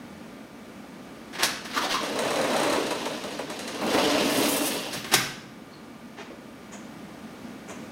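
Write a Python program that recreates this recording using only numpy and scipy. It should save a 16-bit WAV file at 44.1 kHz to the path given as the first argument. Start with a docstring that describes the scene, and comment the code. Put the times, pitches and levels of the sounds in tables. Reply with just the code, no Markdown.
"""A sliding window sash rolls along its gritty track in two pushes: slip noise and jolts drive track colours and modes,
and a roller ticks once a turn. Before that the latch knocks, rings frame and pane, and the sash scrapes free.
The seal hisses near the end of the travel; the sash slams on its stop, and faint stick-slip scuffs follow.
A hard-walled room, made of decaying noise, answers all but the track's ring and the low rush of an appliance."""
import sys
import numpy as np
from scipy import signal
from scipy.fft import rfft, irfft
from scipy.io import wavfile

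SR = 44100
rng = np.random.default_rng(int(sys.argv[2]) if len(sys.argv) > 2 else 0)


def to_wav(sig):
    """Store sig (one row per channel, or 1-D mono) as 16-bit WAV at the path in sys.argv[1].

    Samples outside -1..1 are clipped; the rate is SR.
    """
    pcm = np.clip(np.atleast_2d(sig), -1, 1) * 32767
    pcm = np.round(pcm).astype(np.int16)
    wavfile.write(sys.argv[1], SR, pcm.T)  # frames by channels


N = 348869
TIME = np.arange(N) / SR
# Levels in dB are drive levels ahead of layer gain, colouring and room, unless marked rms.


def undb(db):
    """Decibels to amplitude gain."""
    return 10 ** (np.asarray(db) / 20)


def unit(x):
    """Scale to rms 1."""
    return x / np.sqrt(np.mean(x ** 2))


def on_log(hz, points):
    """Interpolate (hz, value) points on a log-frequency axis."""
    point_hz, value = np.transpose(points)
    return np.interp(np.log(np.maximum(hz, 1)), np.log(point_hz), value)


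def through(x, response):
    """Convolve with an impulse response scaled to unit energy."""
    return signal.fftconvolve(x, response / np.linalg.norm(response))[:len(x)]


def colour(x, points, size=4096):
    """Minimum-phase filter with the given spectrum, by folding the cepstrum."""
    bin_hz = np.arange(size // 2 + 1) * SR / size
    cepstrum = irfft(np.log(undb(on_log(bin_hz, points))))
    cepstrum[1:size // 2] *= 2
    cepstrum[size // 2 + 1:] = 0
    return through(x, irfft(np.exp(rfft(cepstrum))))


def decay(t, t60_s):
    """Exponential decay by 60 dB in t60_s."""
    return np.exp(-np.log(1000) * t / t60_s)


def ring(x, modes):
    """Drive a set of decaying modes."""
    t = TIME[:SR // 2]
    response = sum(undb(db) * np.cos(2 * np.pi * hz * t) * decay(t, t60_s) for hz, db, t60_s in modes)
    return through(x, response)


def walk(rate_hz):
    """Random line through rate_hz points per second; rms 1."""
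    return unit(np.interp(TIME * rate_hz, np.arange(N // 8), rng.standard_normal(N // 8)))


def slips(rate_hz, spread_db):
    """Tiny impacts of uneven size and random sign at a mean rate; rms 1."""
    size = undb(spread_db * np.minimum(rng.exponential(size=N), 4))
    hit = rng.random(N) < rate_hz / SR
    return unit(hit * size * rng.choice([-1, 1], N))


def add(out, start_s, x):
    """Mix a short sound in at start_s."""
    start = int(start_s * SR)
    out[start:start + len(x)] += x[:N - start]


def chatter(seconds, size=8192):
    """Force of one blow: micro-contacts that build up and die away; unit energy."""
    t = TIME[:size] / seconds
    fade = np.exp(-t) * (1 - np.exp(-2 * t))
    spectrum = rfft(rng.standard_normal(size) * fade)
    flat = irfft(spectrum / np.abs(spectrum))
    force = flat * np.sqrt(fade)
    return force / np.linalg.norm(force)


def stroke(start_s, attack_s, hold_s, release_db_per_s, swell_db_per_s=0):
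    """Envelope of one movement: rise, hold (swelling or sagging), release."""
    t = TIME - start_s - attack_s
    rise = np.clip(1 + t / attack_s, 0, 1)
    swell_db = swell_db_per_s * np.clip(t, 0, hold_s)
    release_db = release_db_per_s * np.maximum(t - hold_s, 0)
    return rise * undb(swell_db - release_db)


# reverberation: freq_hz, t60_s
ROOM_DECAY = [(100, 1), (500, 0.57), (2000, 0.64), (5000, 0.61), (8000, 0.51), (14000, 0.36)]


def room(x, direct_db, early_db, early_s=.012):
    """Direct sound, close reflections off the window recess and a diffuse tail with its own t60 per band."""
    hz, t, cells = signal.stft(rng.standard_normal(SR), SR, nperseg=256)
    fading = cells * decay(t, on_log(hz, ROOM_DECAY)[:, None])
    tail = signal.istft(fading, SR)[1][:SR]
    response = tail / np.linalg.norm(tail)
    add(response, 0, undb(early_db) * chatter(early_s))
    response[0] += undb(direct_db)
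    return through(x, response)


def scattered(x, direct_db, early_db, count=5):
    """A large sash radiates from shifting spots, each with reflections of its own."""
    shares = np.array([walk(50) for _ in range(count)])
    shares /= np.linalg.norm(shares, axis=0)
    echoes = sum(room(x * share, -np.inf, early_db) for share in shares)
    return (undb(direct_db) * x + echoes) / np.hypot(undb(direct_db), 1)


# spectrum of the air rush: freq_hz, density_db_per_hz
AIR_SPECTRUM = [(25, -57), (50, -17.5), (100, -13.5), (160, -8.5), (230, 1.5), (380, -10), (600, -11.5),
                (1100, -18), (2000, -21), (4000, -28.5), (8000, -34), (15500, -43.5)]
# slow gain heard on the air rush, sinks by the slam, then recovers: time_s, gain_db
AIR_GAIN = [(1.2, -2), (5.6, -3.5), (6.5, -2.5), (7.9, 0.5)]
# motor tones: pitch_hz, rms_db
MOTOR_TONES = [(1200, -62), (1443, -66), (2283, -66), (14923, -75.5)]
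AIR_DB, DUCT_DB = -41.5, -49
TONE_WANDER_HZ = 3.61


def appliance():
    """Wavering noise for the rush of air, a duct mode, and thin motor tones of unsteady pitch."""
    gain_db = np.interp(TIME, *np.transpose(AIR_GAIN))
    rush = colour(rng.standard_normal(N), AIR_SPECTRUM) * undb(AIR_DB + .5 * walk(6))
    duct = undb(DUCT_DB) * ring(rng.standard_normal(N), [(215, 0, .05)])
    tones = np.zeros(N)
    for hz, rms_db in MOTOR_TONES:
        phase = 2 * np.pi * np.cumsum(hz + TONE_WANDER_HZ * walk(25)) / SR
        tones += undb(rms_db) * unit(np.sin(phase))
    return (rush + duct) * undb(gain_db) + tones


def rubs(rows, spectrum, slip_rate_hz):
    """Short bursts of stick-slip, each with a squeak mode of its own."""
    out = np.zeros(N)
    grain = slips(slip_rate_hz, 1.9)
    t = TIME[:SR // 4]
    for start_s, level_db, length_s, squeak_hz, squeak_db, squeak_cycles in rows:
        press = np.sin(np.pi * np.minimum(t / length_s, 1))
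        burst = unit(np.roll(grain, -int(start_s * SR))[:len(t)])
        force = undb(level_db) * press * burst
        mode = [(squeak_hz, 0, squeak_cycles / squeak_hz)]
        squeak = unit(ring(ring(force, mode), mode)) * np.std(force)  # twice: steep skirts
        add(out, start_s, colour(force, spectrum) + undb(squeak_db) * squeak)
    return scattered(out, direct_db=-3, early_db=-2)


# faint scuffs: start_s, level_db, length_s, squeak_hz, squeak_db, squeak_t60_cycles (per pass)
SCUFFS = [(5.705, -70, .05, 4270, 9, 35), (6.165, -45, .065, 414, -10, 4.6),
          (6.295, -59, 0.027, 403, 14, 3.6), (6.714, -48, 0.044, 6740, -1.5, 12),
          (7.675, -45, 0.051, 6560, -4.5, 5.9)]
# spectrum of a scuff: freq_hz, density_db_per_hz
SCUFF_SPECTRUM = [(40, -27), (150, -20), (350, 9.5), (700, 9.5), (1200, 3.5), (2300, 2), (4000, -6.5),
                  (7000, -11.5), (15000, -53)]


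def scuffs():
    """Faint stick-slip bursts after the sash has stopped."""
    return undb(8) * rubs(SCUFFS, SCUFF_SPECTRUM, slip_rate_hz=3000)


# latch and loose-sash knocks: start_s, level_db, edge_db, thud_db, chatter_s
KNOCKS = [(1.326, -34, -10, -14, 0.018), (1.349, -30.5, -26, -16, .011), (1.383, -21, -18, -13, 0.027),
          (1.645, -31, -6, -14, 0.015), (3.799, -37, -24, 6, 0.026), (3.927, -26, -2, -3, 0.017),
          (4.926, -30, 4.5, 4, 0.016), (5.0416, -29, -11, -3, 0.0076), (5.056, -31, -19, -2, 0.064)]
# latch and end-stop slams: start_s, level_db, edge_db, thud_db, wedge_s, rebound_s
SLAMS = [(1.4312, -20, 5.5, -18, .008, .012), (5.1372, -16, 6, -4.5, .024, 0.0039)]
SLAM_CHATTER_S = .0042
WEDGE_DB, WEDGE_EDGE_DB, REBOUND_DB = -1, -13, -6  # re slam


def blows():
    """Contacts as (start_s, force, edge_db, thud_db): a slam wedges in, strikes, rebounds; a knock is one touch."""
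    for start_s, level_db, edge_db, thud_db, wedge_s, rebound_s in SLAMS:
        wedge = undb(level_db + WEDGE_DB) * chatter(wedge_s)
        strike = undb(level_db) * chatter(SLAM_CHATTER_S)
        rebound = undb(level_db + REBOUND_DB) * chatter(rebound_s)
        yield start_s - wedge_s, wedge, edge_db + WEDGE_EDGE_DB, thud_db
        yield start_s, strike, edge_db, thud_db
        yield start_s + rebound_s, rebound, edge_db, thud_db
    for start_s, level_db, edge_db, thud_db, chatter_s in KNOCKS:
        yield start_s, undb(level_db) * chatter(chatter_s), edge_db, thud_db


# spectrum of the crack: freq_hz, density_db_per_hz
KNOCK_SPECTRUM = [(100, -37), (290, 9.5), (480, 0), (750, 3.5), (1700, 6.5), (2800, 1), (5500, -5.5),
                  (8000, -12.5), (15000, -31)]
# spectrum of the metallic edge: freq_hz, density_db_per_hz
EDGE_SPECTRUM = [(1500, -23), (3500, -8), (5500, -6.5), (8000, -13.5), (11000, -13.5), (15500, -28)]
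# frame modes: pitch_hz, level_db, t60_s
FRAME_MODES = [(275, -12, .35), (1222, -7, .18), (1443, -9, .25), (1660, -3, .33), (1790, -1, .18),
               (2100, -5, .17), (2433, -5, .17), (3875, -10, .22), (4245, -12, .18), (5140, -12, .18),
               (5618, -10, .22)]
# boom of the pane: freq_hz, density_db_per_hz
PANE_SPECTRUM = [(35, -22), (60, -11), (90, -2), (130, 0), (200, -4), (400, -25)]
PANE_SWAY_S = 0.032  # the heavy pane takes up a blow slowly


def knocks():
    """Latch, loose sash and end stop: each blow cracks, rings the frame and shakes the heavy pane."""
    body, edge, thud = np.zeros((3, N))
    for start_s, force, edge_db, thud_db in blows():
        add(body, start_s, force)
        add(edge, start_s, force * undb(edge_db))
        add(thud, start_s, force * undb(thud_db))
    sway = through(thud, chatter(PANE_SWAY_S))
    crack = room(undb(25.5) * colour(body, KNOCK_SPECTRUM), direct_db=-1, early_db=-5)
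    click = room(undb(22.5) * colour(edge, EDGE_SPECTRUM), direct_db=2.5, early_db=1.5)
    frame = room(undb(10.5) * ring(body, FRAME_MODES), direct_db=-3, early_db=-1)
    pane = room(undb(20) * colour(sway, PANE_SPECTRUM), direct_db=0, early_db=-15)
    return crack + click + frame + pane


# damped bumper at the end of the track: freq_hz, density_db_per_hz
BUMPER_SPECTRUM = [(150, -35), (450, -8), (750, 13), (1300, -11), (2500, -7), (8000, -30)]


def bumper(start_s=5.1378):
    """The sash meets its end stop with a short, dead thwack."""
    force = np.zeros(N)
    add(force, start_s, chatter(0.0022))
    return room(colour(force, BUMPER_SPECTRUM), direct_db=15, early_db=-6)


# seal catching and letting go: start_s, level_db
CATCHES = [(4.358, -32), (4.484, -28.5), (4.558, -31), (4.65, -30)]
# spectrum of the hiss: freq_hz, density_db_per_hz
HISS_SPECTRUM = [(3000, -19), (6000, -4.5), (9500, 0), (13000, -4.5), (15500, -8)]
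SEAL_START_S, SEAL_ATTACK_S, SEAL_HOLD_S, SEAL_RELEASE_DB_PER_S, SEAL_DB = 4.16, 0.3, 0.19, 77, -33
CATCH_ATTACK_S, CATCH_HOLD_S, CATCH_RELEASE_DB_PER_S = 0.0033, 0.0054, 230


def seal():
    """The weather strip drags over the frame: a fine, crackling hiss that flares where it catches."""
    drag = undb(SEAL_DB) * stroke(SEAL_START_S, SEAL_ATTACK_S, SEAL_HOLD_S, SEAL_RELEASE_DB_PER_S)
    flares = np.zeros(N)
    for start_s, level_db in CATCHES:
        flares += undb(level_db) * stroke(start_s, CATCH_ATTACK_S, CATCH_HOLD_S, CATCH_RELEASE_DB_PER_S)
    rub = np.hypot(drag, flares) * undb(walk(46)) * slips(2000, 5.3)
    return scattered(colour(rub, HISS_SPECTRUM), direct_db=-7, early_db=5)


# sash sticking in its track: start_s, level_db, length_s, squeak_hz, squeak_db, squeak_t60_cycles (per pass)
SCRAPES = [(1.66, -39, 0.1, 1414, -27, 4), (1.727, -30.5, 0.05, 1440, -14, 5),
           (1.76, -24.5, 0.032, 1220, -0.5, 5), (1.805, -28, 0.036, 970, -3, 4.2),
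           (1.833, -26, 0.027, 696, -1.5, 4.2), (1.885, -27.5, 0.062, 3200, -8.5, 1.7),
           (1.935, -26.5, 0.027, 1110, 3, 8.2), (1.99, -46, .025, 1090, -11, 9),
           (2.76, -42, .056, 398, 17.5, 6.7)]
# spectrum of a scrape: freq_hz, density_db_per_hz
SCRAPE_SPECTRUM = [(100, -26), (280, -6), (480, -11), (800, -11.5), (1300, -7.5), (2200, -11), (3800, -10),
                   (7000, -21), (15500, -34)]


def sticking():
    """The sash sticks and slips in its track, mostly as it scrapes free."""
    return rubs(SCRAPES, SCRAPE_SPECTRUM, slip_rate_hz=2000)


# pushes of the hand: start_s, attack_s, hold_s, swell_db_per_s, release_db_per_s,
# rumble_db, drone_db, grit_db, tick_db
PUSHES = [(2.05, 0.14, 0.52, 10.5, 130, -28.5, -41.5, -53, -20),
          (3.763, 0.12, .53, -4, 44, -25.5, -24, -29, -36)]
COAST_DB = (-36, -37, -38.5, -24)  # rumble, drone, grit, tick at COAST_TURNS_PER_S
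COAST_TURNS_PER_S, SPEED_EXPONENT = 21.8, .55
GRIT_LAG_S, GRIT_RELEASE_SHARE = 0.062, 0.29  # grit sets in after the rumble, dies away more slowly


def loads(turns_per_s):
    """Strength of rumble, drone, grit, ticks: coasting follows speed; each push adds its power."""
    relative_speed = turns_per_s / COAST_TURNS_PER_S
    power = np.outer(undb(COAST_DB), relative_speed ** SPEED_EXPONENT) ** 2
    for start_s, attack_s, hold_s, swell, release, *levels_db in PUSHES:
        effort = stroke(start_s, attack_s, hold_s, release, swell)
        grind = stroke(start_s + GRIT_LAG_S, attack_s, hold_s - GRIT_LAG_S,
                       release * GRIT_RELEASE_SHARE, swell)
        power += (undb(levels_db)[:, None] * [effort, effort, grind, effort]) ** 2
    return np.sqrt(power) * (turns_per_s > 0)


TICK_SPREAD_DB, TICK_CLICK_DB = 1.84, -6.5


def ticks(turns_per_s, strength):
    """A flat spot on a roller ticks once a turn: rows of (start_s, level_db, click_re_level_db)."""
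    turns = np.floor(np.cumsum(turns_per_s) / SR)
    at = np.flatnonzero(np.diff(turns))
    chance_db = TICK_SPREAD_DB * rng.standard_normal((256, 2))[:len(at)]
    level_db = 20 * np.log10(strength[at]) + chance_db[:, 0]
    return list(zip(TIME[at], level_db, TICK_CLICK_DB + chance_db[:, 1]))


# roller modes: pitch_hz, level_db, t60_s (pitch and level vary per ping)
ROLLER_MODES = [(4000, 0, .028), (8500, -6, .02), (9400, -9, .015)]
ROLLER_DETUNE, ROLLER_SPREAD_DB = .035, 3  # detune: fraction of pitch


def roller_ping():
    """One ring of a roller, unit energy; pitch and mix shift with the point of contact."""
    t = TIME[:SR // 16]
    ping = np.zeros(len(t))
    for hz, level_db, t60_s in ROLLER_MODES:
        level_chance, pitch_chance = rng.standard_normal(2)
        tone = np.sin(2 * np.pi * hz * (1 + ROLLER_DETUNE * pitch_chance) * t)
        ping += undb(level_db + ROLLER_SPREAD_DB * level_chance) * tone * decay(t, t60_s)
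    return ping / np.linalg.norm(ping)


# speed of the sash: time_s, roller_turns_per_s
SPEED = [(2.0, 32.6), (2.18, 31.2), (2.33, 38.1), (2.6, 29.5), (2.8, 31.1), (2.95, 20.1), (3.3, 13.8),
         (3.44, 8.6), (3.58, 11.3), (3.82, 15.9), (4.0, 46), (4.5, 40), (4.9, 12), (5.0, 2)]
# loudest roller ticks, with their own times and levels: start_s, level_db, click_re_level_db
LOUD_TICKS = [(2.189, -19.5, 1), (2.413, -28, 5), (2.6, -21, -0.5), (2.726, -18, -2), (2.765, -19, -11),
              (2.908, -15.5, -6.5), (3.056, -16.5, -6), (3.237, -21.5, -6), (3.389, -18, -12),
              (3.5, -26.5, 1.5), (3.591, -28, 6), (3.677, -31, 8.5), (3.813, -15.5, -29),
              (3.941, -8.5, -18), (3.974, -9.5, -19)]
# spectrum of the rumble: freq_hz, density_db_per_hz
RUMBLE_SPECTRUM = [(40, -42.5), (150, -15), (300, -9), (450, -2.5), (590, 1), (720, -4.5), (1100, -8),
                   (1500, -15), (2500, -17), (6000, -41.5)]
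# spectrum of the drone: freq_hz, density_db_per_hz
DRONE_SPECTRUM = [(30, -33), (90, -20), (170, -11.5), (285, 8), (380, -6), (550, -9.5), (1200, -42.5)]
# track modes under the rollers: pitch_hz, level_db, t60_s
TRACK_MODES = [(280, -3, 0.27), (441.6, 4, .2), (597, -15, 0.23), (2710, -7.5, 0.62)]
# spectrum of the grit: freq_hz, density_db_per_hz
GRIT_SPECTRUM = [(700, -30), (1700, -0.5), (2200, -3), (2900, 4.5), (3400, 1), (4100, -0.5), (5200, -1.5),
                 (7000, -8.5), (9300, -15), (12000, -15), (15500, -31.5)]
# spectrum of the hard clicks: freq_hz, density_db_per_hz
CLICK_SPECTRUM = [(700, -14), (1500, 5.5), (3200, -0.5), (4000, 4.5), (4800, -3), (7000, -1), (9000, -3),
                  (12000, -10.5), (15500, -24)]


def rollers():
    """Rollers tick as they turn and judder over grit; track and pane boom under them."""
    turns_per_s = np.interp(TIME, *np.transpose(SPEED), left=0, right=0)
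    rumbling, droning, grinding, ticking = loads(turns_per_s)
    uneven = undb(1.2 * walk(90))
    judder, sway, shiver = (slips(1500, 2.4) for _ in range(3))
    crunch = undb(1.5 * walk(110)) * slips(1300, 3.3)
    jolt, click, ping = np.zeros((3, N))
    for start_s, level_db, click_db in LOUD_TICKS + ticks(turns_per_s, ticking):
        add(jolt, start_s, undb(level_db) * chatter(0.0087))
        add(click, start_s, undb(level_db + click_db) * chatter(0.0037))
        add(ping, start_s, undb(level_db + click_db) * roller_ping())
    rumble_force = undb(-3.5) * uneven * rumbling * judder + undb(17.5) * jolt
    rumble = colour(rumble_force, RUMBLE_SPECTRUM)
    drone = undb(-4.0) * colour(uneven * droning * sway, DRONE_SPECTRUM)
    track = undb(-11.0) * ring(uneven * droning * shiver, TRACK_MODES)
    grit = undb(-3.0) * colour(uneven * grinding * crunch, GRIT_SPECTRUM)
    clicks = room(undb(16) * colour(click, CLICK_SPECTRUM), direct_db=-4, early_db=-23)
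    wheel = room(undb(9) * ping, direct_db=5, early_db=-12)
    rolling = scattered(rumble + drone + grit, direct_db=-2.5, early_db=-1.5)
    return rolling + track + clicks + wheel


def scene():
    """The appliance, the window and its scuffs, as one channel."""
    window = knocks() + bumper() + seal() + sticking() + rollers()
    return (appliance() + scuffs() + window)[None]


TOP_HZ = 15800


def record(dry):
    """The microphone port has one narrow notch; the top is cut steeply."""
    notched = signal.lfilter(*signal.iirnotch(7400, 22, fs=SR), dry)
    top_cut = signal.ellip(10, .2, 80, TOP_HZ, fs=SR, output="sos")
    return signal.sosfilt(top_cut, notched)


dry = scene()
out = record(dry)
to_wav(out)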